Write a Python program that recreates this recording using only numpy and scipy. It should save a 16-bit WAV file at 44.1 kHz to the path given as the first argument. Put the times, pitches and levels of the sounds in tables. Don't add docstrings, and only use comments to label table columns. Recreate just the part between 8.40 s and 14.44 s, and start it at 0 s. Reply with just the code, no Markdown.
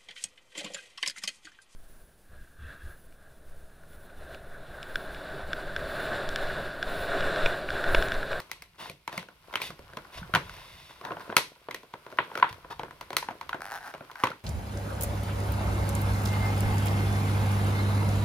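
import sys
import numpy as np
from scipy import signal
from scipy.fft import rfft, irfft, next_fast_len
from scipy.io import wavfile
from scipy.ndimage import uniform_filter1d, minimum_filter1d

SR = 44100
rng = np.random.default_rng(int(sys.argv[2]) if len(sys.argv) > 2 else 0)


def master_out(mix):
    frames = np.transpose(np.atleast_2d(mix))
    ceiling = np.clip(frames, -1, 1)
    pcm = np.round(ceiling * 32767).astype(np.int16)
    wavfile.write(sys.argv[1], SR, pcm)


N = 266364

# t/s, relative level/dB
EFFORT = [(0.0, -56), (0.26, -70.5), (0.52, -73), (1.0, -67), (1.14, -54), (1.38, -61), (1.95, -52),
          (2.5, -61.5), (2.86, -49.5), (3.12, -64.5), (3.45, -65.5), (3.95, -51.5), (4.22, -59),
          (4.56, -59.5), (5.2, -58), (5.58, -58.5), (5.7, -57.5), (6.04, -64)]
# f/Hz, relative level/dB
HOLLOW = [(120, -6.5), (230, -8), (350, -2), (500, -1.5), (620, -1.5), (720, -1.5), (950, -43)]
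# f/Hz, relative level/dB
PANEL = [(500, -38), (720, -3.5), (1020, 7), (1220, 0.5), (1420, 4), (1850, -5.5), (2500, -34)]
# f/Hz, relative level/dB
CRACK = [(5000, -48), (7200, -9), (8800, -3), (10500, -1.5), (13000, -1), (16000, -12)]


def from_db(db):
    return 10 ** (np.asarray(db) / 20)


def rms_one(x):
    return x / np.sqrt(np.mean(x ** 2) + 1e-20)


def in_time(rows):
    s, *columns = np.transpose(rows)
    return [np.interp(np.arange(N) / SR, s, column) for column in columns]


def at_hz(points, hz):
    f, value = np.transpose(points)
    return np.interp(np.log(np.maximum(hz, 1)), np.log(f), value)


def resonance(spectrum, size=2048):
    hz = np.maximum(np.fft.rfftfreq(size, 1 / SR), 5)
    octaves_outside = np.abs(np.log2(hz / np.clip(hz, spectrum[0][0], spectrum[-1][0])))
    db = at_hz(spectrum, hz) - np.minimum(18 * octaves_outside, 40)
    cepstrum = irfft(np.log(from_db(db)))
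    cepstrum[1:size // 2] *= 2
    cepstrum[size // 2 + 1:] = 0
    return irfft(np.exp(rfft(cepstrum)))


def through(x, response):
    return signal.fftconvolve(np.atleast_2d(x), np.atleast_2d(response), axes=1)[:, :x.shape[-1]]


def widen(pair, correlation):
    c = np.clip(correlation, 0, 1)
    side = np.sqrt((1 - c) / (1 + c)) * pair[1]
    return pair[0] + side * np.array([[1], [-1]])


def add(out, s, sound):
    i = int(np.clip(round(s * SR), 0, N - 1))
    out[:, i:i + sound.shape[-1]] += sound[..., :N - i]


def burst_level(x, span_s=0.0049):
    energy = np.sum(x.mean(axis=0) ** 2)
    return x / np.sqrt(energy / (span_s * SR) + 1e-20)


def room(x, first_s=0.0062, wall_s=0.018, wall_db=6.0, swell_s=0.0019):
    # f/Hz, T60/s
    room_t60 = [(200, 0.35), (530, 0.25), (1400, 0.19), (3700, 0.28), (10000, 0.26), (16000, 0.089)]
    # f/Hz, value
    root_correlation = [(100, 0.99), (500, 0.96), (1200, 0.46), (3000, 0.33), (8000, 0.13), (16000, 0.067)]
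    t = np.arange(SR // 2) / SR
    hz = np.fft.rfftfreq(len(t), 1 / SR)
    white = rfft(rng.standard_normal((2, len(t))))
    tail = 0
    for k, (_, t60) in enumerate(room_t60):
        share = at_hz([(f, j == k) for j, (f, _) in enumerate(room_t60)], hz)
        tail = tail + irfft(white * share, len(t)) * from_db(-60 * t / t60)
    wall_swell_db = wall_db * np.exp(-((t - wall_s) / swell_s) ** 2)
    tail = tail * (t > first_s) * from_db(wall_swell_db)
    tail = irfft(widen(rfft(tail), at_hz(root_correlation, hz) ** 2), len(t))
    return through(x, tail / np.sqrt(np.sum(tail.mean(axis=0) ** 2)))


def friction(spectrum, correlation, catches_per_s, spread_db, smooth_db):
    strength = from_db(spread_db * np.minimum(rng.exponential(1, N), 4))
    catches = (rng.random(N) < catches_per_s / SR) * strength
    drive = rms_one(catches * rng.standard_normal((2, N)))
    drive = drive + from_db(smooth_db) * rng.standard_normal((2, N))
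    return rms_one(through(widen(drive, correlation), resonance(spectrum)))


def rubbing(hollow_db=-2.5, panel_db=0.5, slide_db=-2.0, crack_db=-9.5, treble_follows=0.48):
    # f/Hz, relative level/dB
    slide = [(1400, -16), (2100, 0), (2900, -2), (3800, -5), (5200, -8), (7400, -19), (9500, -20),
             (11800, -27), (13500, -41), (16000, -31)]
    effort_db, = in_time(EFFORT)
    treble_db = effort_db.mean() + treble_follows * (effort_db - effort_db.mean())
    low = friction(HOLLOW, 0.83, catches_per_s=150, spread_db=6.5, smooth_db=-2.5)
    middle = friction(PANEL, 0.6, catches_per_s=170, spread_db=5.5, smooth_db=1.5)
    high = friction(slide, 0.2, catches_per_s=1100, spread_db=6.0, smooth_db=5.0)
    top = friction(CRACK, 0.24, catches_per_s=820, spread_db=-3.0, smooth_db=2)
    body = from_db(effort_db + hollow_db) * low + from_db(effort_db + panel_db) * middle
    return body + from_db(treble_db + slide_db) * high + from_db(treble_db + crack_db) * top


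def shifting(level_db=2.0, lumps_db=3.5, lumps_per_s=14):
    # t/s, relative level/dB
    movement = [(0.0, -64), (1.09, -70.5), (1.41, -57.5), (1.63, -63), (1.93, -56), (2.09, -58),
                (2.45, -63), (2.69, -71), (2.86, -67), (3.06, -71), (3.83, -79), (4.19, -66.5), (4.53, -59),
                (4.76, -59.5), (4.95, -69), (5.32, -66), (5.92, -72), (6.04, -69)]
    # f/Hz, relative level/dB
    rumble = [(15, -19), (42, 1), (75, -1.5), (115, -6), (155, -3), (210, -14.5), (330, -42)]
    noise = through(widen(rng.standard_normal((2, N)), 0.98), resonance(rumble, size=8192))
    lumps = np.interp(np.arange(N) / SR * lumps_per_s, np.arange(1000), rng.standard_normal(1000))
    return from_db(level_db + in_time(movement)[0] + lumps_db * lumps) * rms_one(noise)


def bending_pulse(travel_s, size=1024):
    khz = np.fft.rfftfreq(size, 1 / SR) / 1000
    pulse = irfft(np.exp(-4j * np.pi * 1000 * travel_s * np.sqrt(khz)))
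    return np.pad(pulse[:size // 2], (0, SR // 10 - size // 2))


def flip(travel_s, scatter_db, t60, correlation):
    t = np.arange(SR // 10) / SR
    centre, edges = rng.standard_normal((2, len(t))) * from_db(-60 * t / t60)
    returns = widen([centre, edges * (1 - np.exp(-t / .002))], correlation)
    return bending_pulse(travel_s) + from_db(scatter_db) * returns / np.linalg.norm(centre)


def snaps(rows, ring_t60=0.024, ring_db=1.5, travel_s=0.0005995, scatter_db=9.5, positions=3):
    # f/Hz, relative level/dB
    crease = [(1400, -25.5), (1950, 5), (2300, 5), (3200, 0), (3800, -6), (4400, -13), (5600, -38.5)]
    # f/Hz, relative level/dB
    rim = [(3000, -14), (4100, 5), (5200, -0.5), (6300, -1), (7400, -13.5), (10000, -31)]
    # T60/s, correlation of returns, relative level/dB,
    # room re direct/dB, share of the dullness lost
    parts = [(0.044, 0.9, -0.5, -6.5, 0.019), (0.02, 0.64, -2, -11, 0.004), (0.017, 0.26, 2.5, -11.5, 0.38),
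             (0.019, 0.37, 4.5, -12, 0.74), (0.018, 1, 3, -12, 0.85)]
    crease_from_hz, crease_lead_db = 1900, 7
    crease_most_loss_db, crease_db_per_db, usual_snap_db = 18, 0.1056, -25
    t = np.arange(SR // 10) / SR
    direct, to_room = np.zeros((2, N)), np.zeros((positions, 1, N))
    for spectrum, part in zip((HOLLOW, PANEL, crease, rim, CRACK), parts):
        t60, correlation, part_db, room_db, dull_share = part
        response = resonance(spectrum)
        radiated = burst_level(through(bending_pulse(travel_s), response))
        for i, (s, hz, db, dull_db, hollow_db) in enumerate(rows):
            sound = burst_level(through(flip(travel_s, scatter_db, t60, correlation), response))
            if spectrum is (PANEL if hz < crease_from_hz else crease):
                ring = np.sin(2 * np.pi * hz * t) * from_db(-60 * t / ring_t60)
                ring *= 1 - np.exp(-t * hz)
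                ring *= np.sign(ring @ sound[0])
                sound = burst_level(sound + from_db(ring_db) * burst_level(ring[None]))
            loss_db = dull_share * dull_db
            if spectrum is crease:
                loss_db = min(loss_db, crease_most_loss_db) - crease_db_per_db * (db - usual_snap_db)
                loss_db -= crease_lead_db * (hz >= crease_from_hz)
            boom_db = hollow_db if spectrum is HOLLOW else 0
            force = from_db(db + part_db - loss_db + boom_db)
            add(direct, s, force * sound)
            add(to_room[i % positions], s, force * from_db(room_db) * radiated)
    return direct + sum(room(position) for position in to_room)


def ticks(per_s=5, above_effort_db=7.5, spread_db=4, centre_hz=1300, dullness_db=30, hollow_db=-7):
    draws = rng.random((int(per_s * N / SR), 4))
    s = draws[:, 0] * N / SR
    pitch, force, dull = 2 * draws[:, 1:].T - 1
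    hz = centre_hz * 2 ** (pitch / 2)
    db = np.interp(s, *np.transpose(EFFORT)) + above_effort_db + spread_db * force
    return list(zip(s, hz, db, dullness_db * (1 + dull / 2), np.full(len(s), hollow_db)))


def scrapes(room_db=-13.0, attack_share=0.33, sag_db=4, release_db=30, echo_s=.00108, echo_db=-8):
    # t/s, length/s, relative level/dB, film hiss gain/dB
    strokes = [(0.377, 0.094, -44.5, 0.5), (0.706, 0.086, -44.5, -3.5), (1.202, 0.071, -48, 11),
               (1.718, 0.078, -51, 4), (1.773, 0.013, -47, 2), (1.957, 0.51, -60.5, 9),
               (2.178, 0.029, -53, -26), (2.488, 0.028, -53, -6), (2.628, 0.074, -39.5, -16),
               (2.804, 0.016, -42.5, -7.5), (4.089, 0.01, -48.5, 6.5), (4.299, 0.028, -37.5, -8)]
    # f/Hz, relative level/dB
    film = [(1400, -24.5), (2100, 4.5), (2800, 0), (3500, 2), (4500, -4.5), (5400, -6), (7400, -18),
            (9500, -13.5), (11900, -12), (13200, -22.5), (16000, -22)]
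    body = friction(PANEL, 0.62, catches_per_s=990, spread_db=4.5, smooth_db=-1.5)
    boom = friction(HOLLOW, 0.96, catches_per_s=1700, spread_db=2.5, smooth_db=-5.0)
    body = body + from_db(-3.5) * boom
    hiss = friction(film, 1.0, catches_per_s=2000, spread_db=2.0, smooth_db=4)
    out = np.zeros((2, N))
    for s, length, db, hiss_db in strokes:
        span = slice(int(s * SR), int((s + length) * SR) + SR // 5)
        stroke = body[:, span] + from_db(hiss_db) * hiss[:, span]
        t = np.arange(stroke.shape[1]) / SR
        fall_db = sag_db * np.minimum(t / length, 1) + release_db * np.maximum(t / length - 1, 0)
        attack = np.minimum(t / (attack_share * length), 1)
        add(out, s, attack * from_db(db - fall_db) * stroke)
    add(out, echo_s, from_db(echo_db) * out)
    return out + from_db(room_db) * room(out.mean(axis=0))


def bumps(t60=0.055, level_db=5.5, room_db=-9.0):
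    # t/s, relative level/dB, f/Hz
    blows = [(0.497, -42.5, 145), (0.777, -34.5, 186), (1.299, -42, 164), (1.392, -46, 62),
             (1.567, -45, 197), (1.757, -45, 61), (1.793, -37, 61), (1.818, -35.5, 164), (1.939, -24, 150),
             (1.951, -34, 156), (1.967, -35, 147), (2.894, -38, 206), (4.109, -40, 109), (4.431, -45, 152),
             (5.837, -35, 129)]
    t, out = np.arange(SR // 5) / SR, np.zeros((2, N))
    fade = from_db(-60 * t / t60) * (1 - np.exp(-t / .002))
    for s, db, hz in blows:
        add(out, s, from_db(db + level_db) * np.sin(2 * np.pi * hz * t) * fade)
    return out + from_db(room_db) * room(out.mean(axis=0))


def creaks(uneven_db=3.3, travel_s=0.001587, level_db=-11.5, quickening=1.4):
    # start t/s, hardest t/s, end t/s, top slip rate/Hz, relative level/dB
    pushes = [(5.206, 5.359, 5.39, 190, -26), (5.407, 5.473, 5.518, 430, -31.5),
              (5.769, 5.809, 5.832, 330, -33.5)]
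    # f/Hz, relative level/dB
    slip = [(200, -12.5), (500, -9.5), (800, 8), (1100, 0), (1550, 8), (2100, -5), (3200, -13.5),
            (5600, -14), (7500, -24.5), (10500, -17), (16000, -26)]
    slowing, fade_db = 2.4, 4
    jitter, scatter_db, t60, room_db = .05, -5, .010, -11
    response, out = resonance(slip), np.zeros((2, N))
    for start, hardest, end, top_per_s, db in pushes:
        s = start
        while s < end:
            push = np.interp(s, [start, hardest, end], [0, 1, 0])
            force = from_db(db + level_db - fade_db * (1 - push) ** 2 + uneven_db * rng.normal())
            add(out, s, force * burst_level(through(flip(travel_s, scatter_db, t60, 0.18), response)))
            rate = max(top_per_s / slowing ** (1 - push ** quickening), 20)
            s += np.exp(jitter * (rate / 130) ** 1.5 * rng.normal()) / rate
    return out + from_db(room_db) * room(out.mean(axis=0))


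def scene():
    # t/s, main ring f/Hz, relative level/dB, dullness/dB, hollow boom gain/dB
    buckles = [(0.001, 1110, -37, 15, -6.5), (0.1144, 2024, -38.5, 6, -12), (0.2216, 2120, -48, 6, -8.5),
               (0.497, 2420, -44.5, 6.5, 2.5), (0.677, 920, -27, 27, -14), (0.727, 1850, -37.5, 23, -6.5),
               (0.7774, 2110, -33.5, 12.5, -5.5), (0.8275, 1510, -43.5, 26, -4), (0.886, 1460, -43, 34, -6),
               (1.1273, 970, -39.5, 28, -6), (1.1382, 2070, -31.5, 31, -7.5), (1.1556, 3070, -25, 23, -15),
               (1.2013, 1070, -35.5, 31, -6), (1.217, 2440, -34, 10.5, -7), (1.3039, 1200, -39, 23, -2),
               (1.3915, 960, -48, 22, 5.5), (1.5339, 1550, -43, 28, -3), (1.5704, 1020, -31.5, 27.5, -5.5),
               (1.829, 1480, -37.5, 55, -17), (1.938, 1390, -18, 37, -11.5), (1.9493, 1474, -15, 28, -16),
               (1.9571, 1005, -16.5, 32, -11.5), (2.0944, 1490, -38.5, 25, -19),
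               (2.612, 1120, -39, 33, -3.5), (2.65, 1070, -34, 26.5, -10), (2.7068, 1270, -31.5, 51, 0),
               (2.7176, 1070, -29.5, 43, -7), (2.768, 840, -34, 47, -5), (2.8935, 945, -41.5, 34, 6.5),
               (2.8994, 1500, -31, 55, -10), (2.925, 650, -27.5, 51, -7), (2.9661, 1316, -13, 13, -12.5),
               (2.978, 1490, -27.5, 8, -6), (3.2857, 930, -32.5, 50, 0), (3.3097, 2060, -36.5, 19, -24),
               (3.3449, 1920, -37.5, 10.5, -2.5), (3.4319, 1010, -46.5, 29, -2.5),
               (3.5376, 940, -32.5, 38, -7.5), (3.6647, 950, -38.5, 36, -3), (3.725, 1400, -41, 35, -1),
               (3.7861, 1909, -14.5, 56.5, -12.5), (3.9154, 910, -35.5, 50, -9),
               (3.9535, 1420, -26.5, 33, -7), (3.975, 1280, -28, 26, -8.5), (3.9863, 1330, -34, 35, -26),
               (3.998, 1500, -31.5, 32, -10), (4.0256, 1005, -8.5, 60, -23.5),
               (4.0277, 1070, -17.5, 62, -16), (4.127, 1010, -41, 17.5, -14), (4.2465, 1000, -40, 56, -5),
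               (4.3943, 870, -28.5, 35, -5), (4.4326, 880, -31.5, 36, -3.5), (4.5084, 1010, -39, 32, -9),
               (4.6103, 990, -34, 22.5, -10), (4.7045, 744, -33, 26.5, -3.5),
               (4.73, 1010, -31.5, 26.5, -6.5), (4.7669, 1300, -23, 7, -12.5),
               (4.8263, 980, -28.5, 37, -15), (4.8864, 880, -25, 46, -11), (4.9084, 700, -37, 33, -0.5),
               (5.0113, 950, -30.5, 32, -15), (5.0922, 1070, -29, 29.5, -17),
               (5.1296, 1460, -23.5, 50, -27), (5.1443, 660, -30.5, 38, -2.5), (5.5387, 652.6, -34, 34, -7),
               (5.5479, 740, -36.5, 35, -6), (5.6072, 650, -36.5, 54, -1.5), (5.714, 1030, -40.5, 25, -10),
               (5.7554, 1512, -35.5, 32, -37), (5.8364, 1143, -13.5, 39.5, -10),
               (5.8405, 960, -20, 29, -11), (5.87, 1083, -25, 31.5, -35), (5.9032, 660, -40.5, 21, 1.5),
               (5.9158, 1370, -32, 51, -27)]
    return rubbing() + shifting() + snaps(buckles + ticks()) + scrapes() + bumps() + creaks()


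def limiter(x):
    top, span = .85, SR // 300
    gain = np.minimum(1, top / (np.abs(x).max(axis=0) + 1e-9))
    return x * uniform_filter1d(minimum_filter1d(gain, span), span)


def record(dry):
    # f/Hz, left minus right/dB
    balance = [(100, -2), (380, 0), (1300, 1), (4400, 1.1), (8000, -1.6), (15000, -3.5)]
    # f/Hz, lag of the right port/rad
    right_phase = [(100, 0.02), (500, 0.27), (1200, 0.57), (2400, 1.06), (5000, 1.35), (16000, 1.5)]
    cutoff_hz = 16300
    size = next_fast_len(N + SR // 10)
    hz = np.fft.rfftfreq(size, 1 / SR)
    lean = from_db(at_hz(balance, hz) / 2)
    ports = np.array([lean, np.exp(-1j * at_hz(right_phase, hz)) / lean])
    heard = limiter(irfft(rfft(dry, size) * ports, size)[:, :N])
    return signal.sosfilt(signal.ellip(10, .3, 80, cutoff_hz, fs=SR, output="sos"), heard)


dry = scene()
out = record(dry)
master_out(out)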